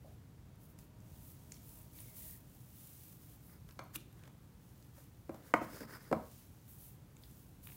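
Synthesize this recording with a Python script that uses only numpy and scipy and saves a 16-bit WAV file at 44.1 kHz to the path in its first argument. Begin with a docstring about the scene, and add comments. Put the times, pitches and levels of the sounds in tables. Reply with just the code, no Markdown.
"""A hand sorts cardboard puzzle pieces on a hard tile floor in a quiet room.
Throughout: drifting rumble and hiss (shaped noise), airy sliding (noise of tiny slips, stroke by stroke), ticks
(short band noise). From 0 s a soft knock (ringing card modes) and a faint tone (narrow noise) gone by 2.6 s;
at 2.0-2.4 s a soft sinking whistle; from 3.5 s drags scrape and knocks gather, hardest at 5.54 s;
after 6.2 s only sliding and ticks remain over the room. Knocks and ticks echo."""
import sys
import numpy as np
from scipy import signal
from scipy.fft import rfft, irfft
from scipy.io import wavfile
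from scipy.ndimage import uniform_filter1d

SR = 44100
rng = np.random.default_rng(int(sys.argv[2]) if len(sys.argv) > 2 else 0)


def master_out(mix):
    """Clip the mix to full scale and print it as 16-bit PCM to the path in sys.argv[1]."""
    frames = np.transpose(np.atleast_2d(mix))
    ceiling = np.clip(frames, -1, 1)
    pcm = np.round(ceiling * 32767).astype(np.int16)
    wavfile.write(sys.argv[1], SR, pcm)


N = 342260

# Room noise spectrum: f/Hz, relative density/dB
ROOM_SPECTRUM = [(24, -53.5), (40, -3), (64, -3.5), (123, -0.5), (166, -5), (248, -13.5), (282, -13),
                 (311, -13), (344, -20.5), (380, -19.5), (676, -28), (728, -26.5), (1090, -30.5),
                 (2880, -39), (15800, -49)]
HISS_DB = -72.5
# Rumble drift: t/s, level/dB
RUMBLE_DRIFT = [(0, -57.5), (1.2, -57), (2, -57), (2.8, -60), (3.9, -57), (4.7, -59), (5.8, -60),
                (6.6, -58.5), (7.76, -57.5)]
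# Faint tone, swelling and dying away: t/s, level/dB
TONE_SWELL = [(0, -94), (.8, -82.5), (2.3, -81), (2.6, -98)]
# Partials of the tone: multiple of TONE_HZ, relative level/dB
TONE_PARTIALS = [(1, -37), (2, 2), (3, 1), (4, -18)]
TONE_HZ, TONE_WIDTH_HZ = 313.7, 16.0

# Echo tail by band: f/Hz, t60/s, relative level/dB
ECHO_BANDS = [(149.5, 0.36, 16.5), (300, 0.37, -7), (660, 0.32, 5.5), (1500, 0.47, -2.5),
              (2600, 0.46, -4.5), (4040, 0.5, -2), (8300, 0.24, -4.5)]
# First reflections: delay/s, level/dB
WALLS = [(.011, -17.5), (.022, -9.5), (0.03, -24)]
WALL_LOWPASS_HZ = 2600

# Edges catching: t/s, level/dB, f/Hz, bandwidth per pass/f, dull tap re edge/dB
EDGE_TICKS = [(0.558, -67, 12000, .8, -30), (0.789, -52.5, 9200, 0.82, -21), (1.004, -65, 6200, .6, -12),
              (1.521, -42, 6600, 0.58, -17.5), (1.543, -55, 5600, .35, -30), (1.568, -70, 5200, .5, 5),
              (1.988, -67, 3500, .5, 7), (2.004, -47, 9650, .15, -18), (2.168, -50, 12000, 0.41, -30),
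              (3.71, -58, 4000, .95, -8), (3.724, -61, 12500, .49, -30), (3.792, -46, 3950, 0.49, -22),
              (3.840, -61, 13000, .3, -30), (3.9586, -36.5, 11200, 0.35, -4.5),
              (4.128, -59, 13000, 0.76, -30), (4.194, -71, 6000, 0.9, 7), (4.237, -68.5, 6000, .8, 13),
              (4.255, -64, 3500, .8, -10), (4.826, -63, 5040, .95, -10), (5.426, -75, 5000, .9, 11),
              (6.681, -58, 13200, 0.75, -30), (7.168, -62.5, 7030, .45, 1), (7.237, -55, 3900, .45, -14),
              (7.255, -66, 3900, .45, -14), (7.312, -61, 8500, .4, -27), (7.656, -53, 12800, .4, -35),
              (7.672, -48.5, 12800, 0.49, -2.3), (7.689, -69, 9000, .6, 13), (7.701, -65, 9000, .6, 8),
              (7.721, -61.5, 9000, .6, 5)]
TICK_LEAD_S, TICK_RISE_S, TICK_T60_S = .01, 0.00088, 0.014
TAP_HZ, TAP_SHARE = 2380, 1
TICK_ECHO_DB = -6

# Pieces dragged flat: full speed t/s, rise/s, hold/s, fall/s, level/dB, weight re level/dB, ring re level/dB
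DRAGS = [(3.514, .04, 0.036, 0.043, -71, -16, -9), (3.70, 0.013, 0.0046, 0.031, -69, 1, -14),
         (3.957, 0.025, .002, 0.018, -57.5, -17, -11), (4.243, 0.13, 0.018, 0.033, -72.5, 2, -21),
         (4.992, .05, .005, 0.06, -73, 3, -16), (5.39, 0.11, 0.088, 0.13, -70, 3.5, -26),
         (5.637, 0.043, .005, 0.12, -61, 1, -13), (5.785, 0.1, 0.025, 0.068, -57, 4, -5),
         (5.922, 0.079, .03, 0.052, -59, -1.5, -9.5), (6.02, 0.056, 0.078, 0.062, -67, 0.5, -8)]
# Scrape spectrum: f/Hz, relative density/dB
SCRAPE_SPECTRUM = [(500, -33.5), (1000, -8.5), (1600, -5.5), (2150, -11.5), (2800, -30), (4200, -38)]
# Dull scrape under the hand's weight: f/Hz, relative density/dB
WEIGHT_SPECTRUM = [(150, 4), (300, 3.5), (500, 4), (800, -13), (1300, -26)]
# Whistle of the gap under a piece, sinking as it closes: t/s, f/Hz, level/dB
GAP_WHISTLE = [(1.96, 2320, -73), (2.2, 2020, -79), (2.35, 1860, -75), (2.4, 1860, -85)]
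RING_HZ, RING_WIDTH_HZ, WHISTLE_WIDTH_HZ = 5000, 800, 240.0  # widths per pass

# Sliding strokes: full speed t/s, rise/s, hold/s, fall/s, hiss level/dB, lower hiss re hiss/dB
STROKES = [(0.094, 0.11, .03, .08, -76, -4), (0.644, .07, .005, 0.045, -67.5, -12),
           (.705, .04, .005, .04, -69, -15), (0.796, .021, .005, .1, -68.5, -7.5),
           (1.174, 0.23, .005, .11, -69.5, -5.5), (1.272, 0.12, 0.024, 0.084, -61.5, -14),
           (1.538, 0.046, 0.0054, 0.095, -67, -3), (1.707, 0.12, .04, 0.16, -60.5, -13.5),
           (1.997, 0.093, .011, 0.097, -57, -11), (2.076, .05, 0.026, 0.086, -61, -11.5),
           (2.188, 0.065, 0.1, 0.12, -53, -14), (2.57, 0.21, 0.073, 0.18, -69, -10.5),
           (2.82, 0.16, .05, 0.14, -60, -11), (2.997, 0.15, 0.081, 0.15, -61, -11),
           (3.23, 0.066, 0.097, 0.087, -66, -10), (3.466, 0.077, 0.058, 0.064, -66, -18),
           (3.69, .04, .04, .04, -73, -16), (3.78, .03, .011, 0.1, -83, -7),
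           (3.96, .022, 0.0025, 0.0071, -45, -6.5), (3.977, 0.031, 0.0045, .09, -73, 3.5),
           (4.19, 0.084, .07, .04, -77, -5), (4.633, 0.046, 0.2, .11, -75.5, -5),
           (4.986, 0.064, .005, 0.12, -66.5, -6.5), (5.342, .05, 0.031, .06, -73.5, -9),
           (5.473, .05, .005, 0.071, -66.5, -4), (5.558, 0.023, 0.00487, 0.043, -65.5, 0),
           (5.632, 0.034, .005, 0.035, -63.5, -1), (5.78, 0.19, 0.036, 0.043, -61, -4.5),
           (5.913, .05, 0.045, 0.039, -63.5, -5.5), (6.017, .03, 0.055, 0.083, -69, -4),
           (6.14, .021, .005, .08, -70.5, -9), (6.356, 0.23, 0.019, 0.15, -66, -5.5),
           (6.703, 0.036, .005, 0.1, -59.5, -16), (6.828, 0.088, 0.025, .12, -59, -14),
           (7.25, 0.096, 0.14, 0.14, -68, -9.5), (7.5, 0.054, 0.046, .09, -77, -15),
           (7.64, .022, .13, .11, -60, -13.5)]
# Restless hand between strokes: t/s, hiss level/dB
RESTLESS_HISS = [(0, -80), (.9, -81), (1.42, -69.5), (2.42, -73.5), (3.35, -73.5), (3.65, -75.5),
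                 (4.45, -78), (5.25, -75.5), (6.2, -72), (6.6, -72.5), (7.05, -76.5), (7.76, -75)]
# Light sliding hiss: f/Hz, relative density/dB
AIRY_SPECTRUM = [(5000, -27), (7500, -7), (10000, 2), (13000, 5.5), (15500, 7.5), (18000, -7)]
# Lower hiss under pressure: f/Hz, relative density/dB
PRESSED_SPECTRUM = [(1500, -17.5), (2800, -7.5), (4500, -7.5), (6500, -5.5), (9000, -12), (14000, -40)]
RESTLESS_PRESSURE_DB = -5.5  # lower hiss re restless hiss
SNAG_DB, SNAGS_PER_S, SNAG_DECAY_S = -1, 12, .002

# Pieces pressed or dropped: t/s, body peak level/dB, blow centre f/Hz, spread/octaves, mode pitch factor,
# edge crack re body peak/dB, echo send/dB (before SENT_DB)
KNOCKS = [(0.046, -53, 590, 0.22, 1.16, -35, 3.5), (3.689, -56.5, 1510, 1.2, 1.37, 3, -14),
          (3.7913, -35, 1030, 1.8, 1.087, -11.5, -1.9), (3.961, -47.5, 280, 0.21, 1.02, -40, -2),
          (4.276, -52.5, 900, 1.3, 0.86, -0.5, -3), (4.979, -54, 597, 0.67, 1.87, -22, -11),
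          (5.2935, -33, 388, 0.75, 1.09, -23, -4), (5.344, -46, 635, 0.38, 1.1, -7, -3),
          (5.5384, -11.5, 1050, 1.7, 1.006, -22, -8), (5.6148, -31, 342, 1.46, 1.04, -29, -3.5),
          (5.808, -43.5, 353, 0.7, 0.91, -36, 1.5), (6.1140, -26.5, 436, 0.6, 0.88, -21.5, -0.5),
          (6.127, -21, 600, 0.99, 1.066, -20.5, -7.5)]
# Modes of card on tile: f/Hz (before pitch factor), relative level/dB, t60/s
CARD_MODES = [(95, -20, 0.17), (186, -2.5, 0.023), (305, 6, 0.078), (411, -9.5, 0.078), (494, 6.5, 0.039),
              (705, 3.5, 0.05), (837, 6.5, 0.01535), (958, 15, 0.011), (1237, 4, 0.04), (1477, 6, 0.024),
              (1918, 3.5, 0.026), (2166, 3.5, 0.027), (2550, 0.5, 0.014), (3080, -7.5, 0.015),
              (4260, -32.5, 0.012)]
CONTACT_S, CRACK_LOWPASS_HZ, CRACK_T60_S = 0.0008, 6950, 0.023
SENT_DB, SENT_T60_S = 4, 0.029

MIC_HIGHPASS_HZ, BAND_EDGE_HZ = 46.7, 15850
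GAIN_STEP = 32  # samples per point of the stroke gains


def amp(db):
    """Converts decibels to gain."""
    return 10 ** (np.asarray(db) / 20)


def evened(x):
    """Scales to rms 1."""
    return x / np.sqrt(np.mean(x ** 2) + 1e-20)


def read(points, hz):
    """Interpolates a spectrum on a log-frequency axis."""
    f, value = np.transpose(points)
    return np.interp(np.log(hz + 1), np.log(f + 1), value)


def curve(rows):
    """Returns a gate with 20 ms fades outside the table's span, then its columns at every sample."""
    times, *columns = np.transpose(rows)
    t = np.arange(N) / SR
    to_edge = np.minimum(t - times[0], times[-1] - t)
    gate = np.clip(to_edge / .02 + 1, 0, 1)
    return gate, *(np.interp(t, times, c) for c in columns)


def add(mix, start_s, sound):
    """Mixes a sound in at a time."""
    part = mix[round(start_s * SR):][:len(sound)]
    part += sound[:len(part)]


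def coloured(x, points):
    """Filters x by a spectrum, to rms 1."""
    hz = np.fft.rfftfreq(len(x), 1 / SR)
    return evened(irfft(rfft(x) * amp(read(points, hz)), len(x)))


def resonate(x, hz, width_hz):
    """One-pole resonance: shifts hz, fixed or moving, to zero, smooths, shifts back."""
    turn = np.exp(2j * np.pi * np.cumsum(hz * np.ones(len(x))) / SR)
    pole = np.exp(-np.pi * width_hz / SR)
    smooth = signal.lfilter([1 - pole], [1, -pole], x / turn)
    return 2 * (turn * smooth).real


def resonate_twice(x, hz, width_hz):
    """Two resonance passes for steeper skirts, to rms 1."""
    return evened(resonate(resonate(x, hz, width_hz), hz, width_hz))


def grit(spread_db, grain_s):
    """Friction noise: countless small slips of uneven size."""
    grain = max(round(grain_s * SR), 2)
    uneven = evened(uniform_filter1d(rng.standard_normal(N), grain))
    return rng.standard_normal(N) * amp(spread_db * uneven)


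def strokes(rows):
    """Bell gain of each stroke, speeding up and slowing down: 20 dB over its rise and its fall."""
    full_s, rise_s, hold_s, fall_s, db = np.transpose(rows)[:5, :, None]
    t = np.arange(0, N + GAIN_STEP, GAIN_STEP) / SR
    early = np.maximum(full_s - t, 0) / rise_s
    late = np.maximum(t - full_s - hold_s, 0) / fall_s
    return amp(db - 20 * np.minimum(early + late, 4) ** 2)


def together(gains, added_db=0):
    """Sums strokes as power and reads the gain at every sample."""
    power = ((gains * amp(added_db).reshape(-1, 1)) ** 2).sum(0)
    return np.interp(np.arange(N) / GAIN_STEP, np.arange(len(power)), np.sqrt(power))


def room_tone():
    """Drifting rumble and steady microphone hiss, split from one noise; the tone is narrow, wavering noise."""
    noise = coloured(rng.standard_normal(N), ROOM_SPECTRUM)
    treble = signal.sosfiltfilt(signal.butter(1, 600, "high", fs=SR, output="sos"), noise)
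    _, rumble_db = curve(RUMBLE_DRIFT)
    rumble = amp(rumble_db) * evened(noise - treble)
    hiss = amp(HISS_DB) * evened(treble)

    tone = np.zeros(N)
    for multiple, db in TONE_PARTIALS:
        tone += amp(db) * evened(resonate(rng.standard_normal(N), multiple * TONE_HZ, TONE_WIDTH_HZ))
    gate, tone_db = curve(TONE_SWELL)
    return rumble + hiss + gate * amp(tone_db) * tone


def echo(x):
    """First reflections, dulled by soft things, then sparse random-sign ones, each band decaying at its own rate."""
    taps = np.zeros(SR // 2)
    at = np.arange(300, len(taps) - 20, 20)
    taps[at + rng.integers(0, 20, len(at))] = rng.choice([-1., 1.], len(at))
    hz, t, bands = signal.stft(taps, SR, nperseg=256)
    table = np.array(ECHO_BANDS)
    t60_s = read(table[:, [0, 1]], hz)[:, None]
    db = read(table[:, [0, 2]], hz)[:, None]
    tail = signal.istft(bands * amp(db - 60 * t / t60_s), SR, nperseg=256)[1]
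    tail = tail / np.linalg.norm(taps) * 4

    walls = sum(amp(d) * np.pad(x, (round(s * SR), 0))[:N] for s, d in WALLS)
    soft = signal.lfilter(*signal.butter(2, WALL_LOWPASS_HZ, fs=SR), walls)
    return signal.fftconvolve(x, tail)[:N] + soft


def ticks():
    """A catch is a burst of slips in the band where that edge rings, over the piece's dull tap."""
    out = np.zeros(N)
    t = np.arange(2000) / SR - TICK_LEAD_S
    shape = np.where(t < 0, np.exp(t / TICK_RISE_S), amp(-60 * t / TICK_T60_S))
    for time_s, db, hz, share, tap_db in EDGE_TICKS:
        slips = rng.standard_normal(len(t))
        edge = resonate_twice(slips, hz, share * hz)
        tap = resonate_twice(slips, TAP_HZ, TAP_SHARE * TAP_HZ)
        add(out, time_s - TICK_LEAD_S, amp(db) * (edge + amp(tap_db) * tap) * shape)
    return out


def dragging():
    """Rough slips of card on tile drive a scrape, a duller one under weight, a thin ring and the gap's whistle."""
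    slips = grit(3.2, .007)
    scrape = coloured(slips, SCRAPE_SPECTRUM)
    heavy = coloured(slips, WEIGHT_SPECTRUM)
    ring = resonate_twice(slips, RING_HZ, RING_WIDTH_HZ)
    gate, whistle_hz, whistle_db = curve(GAP_WHISTLE)
    whistle = gate * amp(whistle_db) * resonate_twice(slips, whistle_hz, WHISTLE_WIDTH_HZ)

    gains = strokes(DRAGS)
    weight_db, ring_db = np.transpose(DRAGS)[5:]
    out = together(gains) * scrape
    out += together(gains, weight_db) * heavy
    out += together(gains, ring_db) * ring
    return out + whistle


def sliding():
    """Airy hiss of skin and card with tiny snags; pressing harder brings in lower hiss from the same slips."""
    catches = rng.random(N) < SNAGS_PER_S / SR
    snags = signal.lfilter([1], [1, -np.exp(-1 / (SNAG_DECAY_S * SR))], catches)
    slips = grit(0.8, 0.00305) * (1 + amp(SNAG_DB) * snags)

    gains = strokes(STROKES)
    rest = amp(curve(RESTLESS_HISS)[1])
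    pressure_db = np.transpose(STROKES)[5]
    speed = np.hypot(together(gains), rest)
    pressure = np.hypot(together(gains, pressure_db), amp(RESTLESS_PRESSURE_DB) * rest)
    return speed * coloured(slips, AIRY_SPECTRUM) + pressure * coloured(slips, PRESSED_SPECTRUM)


def knocks():
    """A blow rings the card modes near its centre, plus an edge crack; returns direct sound and echo send."""
    out, sent = np.zeros(N), np.zeros(N)
    t = np.arange(4000) / SR
    hz, mode_db, t60_s = np.transpose(CARD_MODES)[:, :, None]
    sign = (-1.) ** np.arange(len(CARD_MODES))[:, None]
    crack_filter = signal.butter(1, CRACK_LOWPASS_HZ, fs=SR)
    for time_s, db, centre_hz, spread_oct, pitch, crack_db, echo_db in KNOCKS:
        mode_hz = hz * pitch
        off_centre = np.log2(mode_hz / centre_hz) / spread_oct
        reach_db = -20 * np.log10(1 + off_centre ** 2)
        decay = amp(mode_db + reach_db - 60 * t / t60_s)
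        modes = (sign * decay * np.sin(2 * np.pi * mode_hz * t)).sum(0)
        body = modes * (1 - np.exp(-t / CONTACT_S))  # contact takes a moment to build
        noise = signal.lfilter(*crack_filter, rng.standard_normal(len(t)))
        crack = amp(crack_db - 60 * t / CRACK_T60_S) * noise
        hit = amp(db) * (body / abs(body).max() + crack)
        add(out, time_s, hit)
        # a shortened hit feeds the echo, so the tail rings less; echo level differs from knock to knock
        add(sent, time_s, amp(echo_db + SENT_DB - 60 * t / SENT_T60_S) * hit)
    return out, sent


def scene():
    """Knocks and ticks echo in the room, over friction and room tone."""
    knock, knock_sent = knocks()
    tick = ticks()
    reflected = echo(knock_sent + amp(TICK_ECHO_DB) * tick)
    mix = room_tone() + reflected + tick + dragging() + sliding() + knock
    return mix[None]


def record(dry):
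    """Microphone bass roll-off, then the band limit."""
    highpass = signal.butter(4, MIC_HIGHPASS_HZ, "high", fs=SR, output="sos")
    heard = signal.sosfilt(highpass, dry)
    lowpass = signal.firwin(1023, BAND_EDGE_HZ, window=("kaiser", 9), fs=SR)
    return signal.oaconvolve(heard, lowpass[None], "same")


dry = scene()
out = record(dry)
master_out(out)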